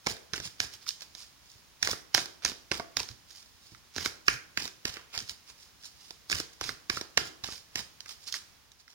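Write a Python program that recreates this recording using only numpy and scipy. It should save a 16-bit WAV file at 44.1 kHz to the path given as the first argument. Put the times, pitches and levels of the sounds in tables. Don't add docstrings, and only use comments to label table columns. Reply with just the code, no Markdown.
import sys
import numpy as np
from scipy import signal
from scipy.fft import rfft, irfft
from scipy.io import wavfile

SR = 44100
rng = np.random.default_rng(int(sys.argv[2]) if len(sys.argv) > 2 else 0)


def to_wav(s):
    ch = np.atleast_2d(s).T
    pcm = np.round(np.clip(ch, -1, 1) * 32767)
    wavfile.write(sys.argv[1], SR, pcm.astype(np.int16))


N = 394254

# pitch_hz, left_db, right_db
AIR_TONE = [(20, -27, 1.5), (57, 15, 17), (112, 8, 9.5), (203, 6.5, 4), (493, 2, -6.5), (930, 1.5, 3.5),
            (2820, 0.5, 2), (5500, -3, 4.5), (6800, 0.5, -3.5), (8200, -8, -15), (9050, -2.5, -7.5),
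            (11500, -10, -10.5), (13200, -8.5, -11), (17600, -8, 2.5)]
# time_s, level_db
AIR_LEVEL = [(0, -58), (4, -58.5), (8.5, -57.5), (8.849, -63)]

# pitch_hz, level_db
FLUTTER_TONE = [(100, -13.5), (350, -6), (600, -3), (1000, 1), (1650, 2.5), (2400, 4.5), (3200, -5),
                (6000, -37.5)]
# pitch_hz, level_db
HISS_TONE = [(1200, -45), (2600, -16), (3600, -0.5), (5200, 9.5), (7000, -5), (10000, -3.5), (16000, -6)]
# top_speed_s, rise_and_fall_s, flutter_db, hiss_db (before the slide trims)
FINGER_RUBS = [(0.83, 0.015, -64, -53), (0.882, 0.013, -56, -39), (1.025, 0.014, -54, -45.5),
               (1.21, 0.045, -59.5, -47), (1.52, 0.078, -75, -58), (2.437, 0.0083, -44.5, -44),
               (3.309, 0.011, -66, -47.5), (3.375, 0.055, -64.5, -49.5), (3.68, 0.12, -76, -59.5),
               (3.971, 0.015, -49, -38.5), (4.275, 0.0092, -58, -44.5), (4.97, 0.041, -48, -58),
               (5.151, 0.016, -39, -37.5), (5.497, 0.021, -57.5, -49.5), (5.629, 0.041, -68, -52.5),
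               (5.855, 0.024, -60.5, -44.5), (6.05, 0.078, -66, -53), (6.32, 0.012, -50, -31.5),
               (6.533, 0.0059, -64, -50.5), (7.57, 0.022, -62, -43.5), (8.108, 0.018, -51, -39.5),
               (8.228, 0.028, -73, -53.5), (8.282, 0.014, -55, -40), (8.355, 0.02, -49, -36),
               (8.803, 0.0095, -66, -54), (8.913, 0.018, -64, -54.5)]
# landing_s, thud_db (packet), clack_db (card), snap_db (edge), clack_pitch_hz,
# home_slide_db, wait_until_draw_s, draw_db
OVERHAND_STROKES = [(0.0687, -25, -23, -24.5, 1840, -39, 0.034, -37),
                    (0.335, -37.5, -30.5, -28, 1780, -41, 0.12, -37),
                    (0.6022, -39, -24, -21.5, 1980, -36.5, 0.14, -47),
                    (1.8279, -40, -22, -19, 2010, -32, 0.084, -31),
                    (2.1476, -33, -19, -14, 1840, -30, 0.061, -38),
                    (2.4495, -32, -27, -18.5, 2100, -35.5, 0.05, -46),
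                    (2.7153, -27, -22.5, -25.5, 1900, -38, 0.065, -45),
                    (2.9692, -35, -27, -20.5, 1980, -35, 0.13, -48.5),
                    (3.9817, -35.5, -29.5, -31, 1880, -35, 0.08, -35),
                    (4.2820, -29.5, -11, -18, 1976, -38.5, 0.055, -39),
                    (4.5740, -37.5, -21.5, -26, 2030, -37.5, 0.07, -40),
                    (4.853, -34.5, -28.5, -25, 2050, -38.5, 0.09, -45.5),
                    (5.1770, -44, -36, -27, 2160, -44.5, 0.122, -44),
                    (6.3272, -43, -21.5, -29, 1970, -36.5, 0.065, -37.5),
                    (6.6114, -32.5, -32, -30, 1790, -37, 0.074, -35.5),
                    (6.8988, -31.5, -22, -23, 1930, -41.5, 0.071, -38),
                    (7.1742, -24.5, -18.5, -18.5, 2200, -40, 0.092, -43),
                    (7.4386, -47.5, -38, -34.5, 1890, -41.5, 0.082, -39.5),
                    (7.7569, -39.5, -29.5, -26.5, 2080, -34.5, 0.045, -45.5)]
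HOME_S, HOME_RISE_S, HOME_FALL_S, HOME_FLUTTER_DB = 0.026, 0.016, 0.021, -6
DRAW_RISE_S, DRAW_FALL_S, DRAW_FLUTTER_DB = 0.023, 0.019, -10

# pitch_hz, width_hz, relative_level_db
PACKET_MODES = [(170, 840, 0.5), (346, 235, 8.5), (770, 234, 0.5), (1016, 164, 2.5)]
CARD_MODES = [(1218, 320, 0), (1610, 270, 8), (2315, 335, 4.5), (3080, 500, -11.5)]
EDGE_MODES = [(3630, 1940, 2.5), (5410, 1230, 10.5), (6230, 1420, -4.5), (10100, 9800, -8)]
# start_s, thud_db, clack_db, snap_db
CARD_FLICKS = [(0.064, -33, -34, -33), (0.167, -67, -47, -45), (0.3397, -41, -32, -33),
               (0.379, -45, -38.5, -37), (0.401, -42.5, -40, -36), (0.8662, -73, -41.5, -49),
               (0.890, -70, -53, -24), (0.9063, -81, -47, -35), (1.008, -78, -53, -42),
               (1.1505, -53.5, -51, -39.5), (1.8733, -37, -23.5, -26.5), (1.888, -30.5, -53, -48),
               (1.932, -34, -30.5, -45), (2.1444, -27.5, -29, -21), (2.1783, -28.5, -23.5, -26),
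               (2.2579, -48, -47, -35.5), (2.4598, -55, -31, -27.5), (2.4972, -47, -53, -34),
               (2.5173, -40.5, -42, -43), (2.7212, -34.5, -31, -31), (2.798, -33.5, -33.5, -38),
               (3.0019, -36.5, -37, -30.5), (3.031, -48, -53, -36), (3.0887, -56, -47, -37),
               (3.748, -73, -46.5, -53.5), (3.963, -38, -40, -32), (4.0593, -31, -23.5, -25),
               (4.622, -44, -47, -33), (4.6541, -42.5, -43, -33), (4.6775, -50, -41, -35.5),
               (4.9692, -45.5, -37.5, -41.5), (5.1894, -63, -45, -32), (5.203, -62, -43, -36),
               (5.2945, -69, -41, -31.5), (6.1072, -47.5, -49, -38), (6.299, -41, -34.5, -29.5),
               (6.3153, -37, -28, -34), (6.4005, -35.5, -34.5, -28.5), (6.64, -60, -38, -33),
               (6.6916, -40, -27.5, -32.5), (6.972, -40.5, -27.5, -43), (7.012, -35.5, -39, -31),
               (7.177, -32, -19, -19.5), (7.4431, -41.5, -37.5, -30), (7.4872, -40.5, -40.5, -57),
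               (8.0056, -63, -51, -37.5), (8.0595, -59, -43.5, -47), (8.325, -80, -49, -28.5),
               (8.341, -75, -31, -30.5), (8.718, -80, -61, -51.5), (8.8792, -80, -49.5, -54)]
CARD_HZ = 1889
FLICK_HZ, EDGE_ON_HZ_PER_DB = 1806, 14
TICK_THUD_DB, TICK_CLACK_DB, TICK_SNAP_DB, TICK_SCATTER_DB = -24, -10.5, -4, 1

# pitch_hz, level_db
PALM_TONE = [(20, -21), (40, -6.5), (62, 1), (110, -0.5), (200, -7.5), (400, -22), (1500, -58.5)]
# start_s, level_db
GRIP_SHIFTS = [(0.395, -44.5), (1.555, -57), (3.098, -45), (3.719, -52), (3.965, -41), (5.304, -55),
               (6.34, -36.5)]
PALM_LEAD_S, PALM_DB, USUAL_THUD_DB = 0.004, -42.5, -29
PALM_FOLLOW = 0.16
REBOUND_S, REBOUND_DB = 0.036, -4
DRAW_THUMP_DB = -10

# start_s, level_db
HOLLOW_KNOCK = (2.798, -33.5)
# pitch_hz, level_db, t60_s
HOLLOW_MODES = [(435, -5, .05), (680, 2, 0.07), (720, -10, .13), (1140, 4, 0.039), (1450, -2, 0.022)]

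# pitch_hz, level_db
BODY_SHADE = [(100, -3.5), (500, 0.5), (950, 2), (1300, -2.5), (1650, -2.5), (2300, -0.5), (16000, 1)]
# pitch_hz, t60_s
ROOM_DECAY = [(100, 0.34), (300, 0.61), (800, 0.54), (2000, 0.38), (5000, 0.38), (14000, 0.34)]
# pitch_hz, left_db, right_db
PORT_RESPONSE = [(79.5, -11, -1), (217, -8, -0.5), (432, -1, 1), (1610, -8, 1), (2410, -5.5, 0),
                 (3105, 2, 7), (4340, -14, 3), (5550, -12, 3), (7016, 8, 3), (8360, -7, -48),
                 (8530, 2.5, -4.5), (11670, -8.5, -23), (13000, -7, -3), (16000, -5, -9.5)]
TOP_HZ = 15950


def undb(db):
    return 10 ** (np.asarray(db) / 20)


def unit(x):
    return x / np.sqrt(np.mean(x ** 2))


def add(track, s, sound):
    i = max(int(s * SR), 0)
    track[i:i + len(sound)] += sound[:max(len(track) - i, 0)]


def colour(x, hz, db):
    size = 4096
    f = np.maximum(np.fft.rfftfreq(size, 1 / SR), 1)
    log_gain = np.log(undb(np.interp(np.log(f), np.log(hz), db)))
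    cepstrum = irfft(log_gain)
    cepstrum[1:size // 2] *= 2
    cepstrum[size // 2 + 1:] = 0
    response = irfft(np.exp(rfft(cepstrum)))
    return signal.fftconvolve(x, response)[:len(x)]


def sway(per_s):
    t = np.arange(N) / SR * per_s
    count = int(t[-1]) + 2
    return np.interp(t, np.arange(count), rng.uniform(-1.03, 1, count))


def air(shared_hz=500):
    hz, *sides = np.transpose(AIR_TONE)
    common = rng.standard_normal(N)
    own_db = 10 * np.log10(hz / (hz + shared_hz))
    shared_db = 10 * np.log10(shared_hz / (hz + shared_hz))
    ports = []
    for db in sides:
        shared = colour(common, hz, db + shared_db)
        own = colour(rng.standard_normal(N), hz, db + own_db)
        ports.append(shared + own)
    level_db = np.interp(np.arange(N) / SR, *np.transpose(AIR_LEVEL))
    return unit(np.array(ports)) * undb(level_db)


def friction(catches_per_s, spread_db, smooth, jerk_db=4.5, edges_per_s=110, edge_s=0.00096, edge_gain=1.87):
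    sizes = undb(spread_db * np.minimum(rng.exponential(size=N), 3.5))
    catches = (rng.random(N) < catches_per_s / SR) * sizes * rng.choice([-1, 1], N)
    edge_hits = (rng.random(N) < edges_per_s / SR) * rng.uniform(0.28, 1, N)
    edges = signal.lfilter([1], [1, -np.exp(-1 / (edge_s * SR))], edge_hits)
    pressure = (1 + edge_gain * edges) * undb(jerk_db * sway(per_s=220))
    return unit((unit(catches) + smooth * rng.standard_normal(N)) * pressure)


def slide_plan():
    rows = [(s, length, length, flutter, hiss) for s, length, flutter, hiss in FINGER_RUBS]
    for s, *_, home, wait, draw in OVERHAND_STROKES:
        rows.append((s + HOME_S, HOME_RISE_S, HOME_FALL_S, home + HOME_FLUTTER_DB, home))
        rows.append((s + wait, DRAW_RISE_S, DRAW_FALL_S, draw + DRAW_FLUTTER_DB, draw))
    return rows


def slides(start_curve=1.15, flutter_db=0.9, hiss_db=0.44):
    t = np.arange(N) / SR
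    flutter_power, hiss_power = np.zeros(N), np.zeros(N)
    for s, rise, fall, body_db, surface_db in slide_plan():
        near = slice(max(int((s - .5) * SR), 0), int((s + .5) * SR))
        d = t[near] - s
        away = np.abs(d)
        speed = np.exp(-np.where(d < 0, (away / rise) ** start_curve, away / fall))
        flutter_power[near] += (speed * undb(body_db + flutter_db)) ** 2
        hiss_power[near] += (speed * undb(surface_db + hiss_db)) ** 2
    rub = friction(catches_per_s=2500, spread_db=1.0, smooth=1.17)
    flutter = np.sqrt(flutter_power) * unit(colour(rub, *np.transpose(FLUTTER_TONE)))
    hiss = np.sqrt(hiss_power) * unit(colour(rub, *np.transpose(HISS_TONE)))
    return flutter + hiss


def ring(push, modes, stretch):
    out = 0
    for k, (hz, width, db) in enumerate(modes):
        b, a = signal.iirpeak(min(hz * stretch, SR / 2 - 2000), hz / width, fs=SR)
        polarity = (-1) ** k
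        out = out + polarity * undb(db) * signal.lfilter(b, a, push)
    return out


def highpass(x, hz):
    return signal.sosfilt(signal.butter(2, hz, "high", fs=SR, output="sos"), x)


def strike_plan(count=2):
    flicks = list(CARD_FLICKS)
    for s, rise, fall, _, hiss in slide_plan():
        for when, size in rng.uniform(-1, 1, (count, 2)):
            tick_s = s + when * (fall if when > 0 else rise)
            db = hiss + size * TICK_SCATTER_DB
            flicks.append((tick_s, db + TICK_THUD_DB, db + TICK_CLACK_DB, db + TICK_SNAP_DB))
    rows = [stroke[:5] for stroke in OVERHAND_STROKES]
    for s, thud, clack, snap in flicks:
        rows.append((s, thud, clack, snap, FLICK_HZ + EDGE_ON_HZ_PER_DB * (snap - clack)))
    return rows


def strikes(plan, chatter, settle, graze=0.15, graze_s=0.0014, chatter_s=0.0014, settle_s=0.01,
            detune=0.014, thud_db=0, clack_db=0, snap_db=0):
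    out = np.zeros(N)
    lead = SR // 150
    blow = SR * .004
    t = np.arange(-lead, SR // 30) / SR
    before = 2 * graze * np.exp(-np.abs(t) / graze_s)
    after = np.exp(-np.abs(t) / chatter_s) + settle * np.exp(-np.abs(t) / settle_s)
    contact = chatter * np.where(t < 0, before, after)
    for s, thud, clack, snap, hz in plan:
        push = rng.standard_normal(len(t)) * contact
        push[lead] += 2
        grip = hz / CARD_HZ
        packet_stretch, edge_stretch = np.exp(detune * rng.standard_normal(2))
        parts = (
            (ring(push, PACKET_MODES, packet_stretch), thud + thud_db),
            (highpass(ring(push, CARD_MODES, grip), 700 * grip), clack + clack_db),
            (highpass(ring(push, EDGE_MODES, edge_stretch), 1760), snap + snap_db),
        )
        for part, db in parts:
            add(out, s - lead / SR, part * undb(db) * np.sqrt(blow / np.sum(part ** 2)))
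    return out


def thump_plan():
    rows = list(GRIP_SHIFTS)
    for s, thud, *_, wait, draw in OVERHAND_STROKES:
        db = PALM_DB + PALM_FOLLOW * (thud - USUAL_THUD_DB)
        rows.append((s - PALM_LEAD_S, db))
        rows.append((s + REBOUND_S, db + REBOUND_DB))
        rows.append((s + wait, draw + DRAW_THUMP_DB))
    return rows


def thumps(decay_s=0.018, level_db=0):
    out, t = np.zeros(N), np.arange(SR // 8) / SR
    length = SR * .02
    for s, db in thump_plan():
        burst = rng.standard_normal(len(t)) * np.exp(-t / decay_s)
        puff = colour(burst, *np.transpose(PALM_TONE))
        add(out, s, puff * undb(db + level_db) * np.sqrt(length / np.sum(puff ** 2)))
    return out


def knock():
    out, t = np.zeros(N), np.arange(SR // 4) / SR
    s, level_db = HOLLOW_KNOCK
    for hz, db, t60 in HOLLOW_MODES:
        decay = np.exp(-np.log(1000) * t / t60)
        add(out, s, undb(level_db + db) * np.sin(2 * np.pi * hz * t) * decay)
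    return out


def far_port(cards, lag_s=0.00012, sway_s=0.00012, sway_db=1.5, bounce=0.68, bounce_s=0.000917):
    n, place = np.arange(N), sway(per_s=7.8)
    direct = np.interp(n - SR * (lag_s + sway_s * place), n, cards)
    off_table = np.interp(n - SR * bounce_s * (1 + .5 * sway(per_s=9.7)), n, cards)
    return (direct + bounce * off_table) * undb(sway_db * place)


def room(x, wet_db, gap_s=0.0035, build_s=0.00043):
    t = np.arange(SR // 2) / SR
    spectrum, f = rfft(rng.standard_normal(len(t))), np.fft.rfftfreq(len(t), 1 / SR)
    hz, t60 = np.transpose(ROOM_DECAY)
    tail = 0
    for share, seconds in zip(np.eye(len(hz)), t60):
        band = irfft(spectrum * np.interp(np.log(f + 1), np.log(hz), share), len(t))
        tail = tail + band * np.exp(-np.log(1000) * t / seconds)
    tail = tail * (1 - np.exp(-np.maximum(t - gap_s, 0) / build_s))
    return undb(wet_db) * signal.fftconvolve(x, tail / np.sqrt(np.sum(tail ** 2)))[:N]


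def scene():
    handling = slides() + thumps() + knock()
    plan = strike_plan()
    near = handling + strikes(plan, chatter=0.46, settle=0.12)
    around = handling + undb(-1.63) * strikes(plan, chatter=0.11, settle=0.072)
    left = colour(far_port(near), *np.transpose(BODY_SHADE)) + room(around, wet_db=-5.5)
    right = near + room(around, wet_db=-10.0)
    hz, left_db, right_db = np.transpose(PORT_RESPONSE)
    return np.array([colour(left, hz, left_db), colour(right, hz, right_db)]) + air()


def record(dry):
    ceiling = .95
    rounded = ceiling * np.tanh(dry / ceiling)
    top_cut = signal.ellip(10, .2, 70, TOP_HZ, fs=SR, output="sos")
    return signal.sosfilt(top_cut, rounded)


dry = scene()
out = record(dry)
to_wav(out)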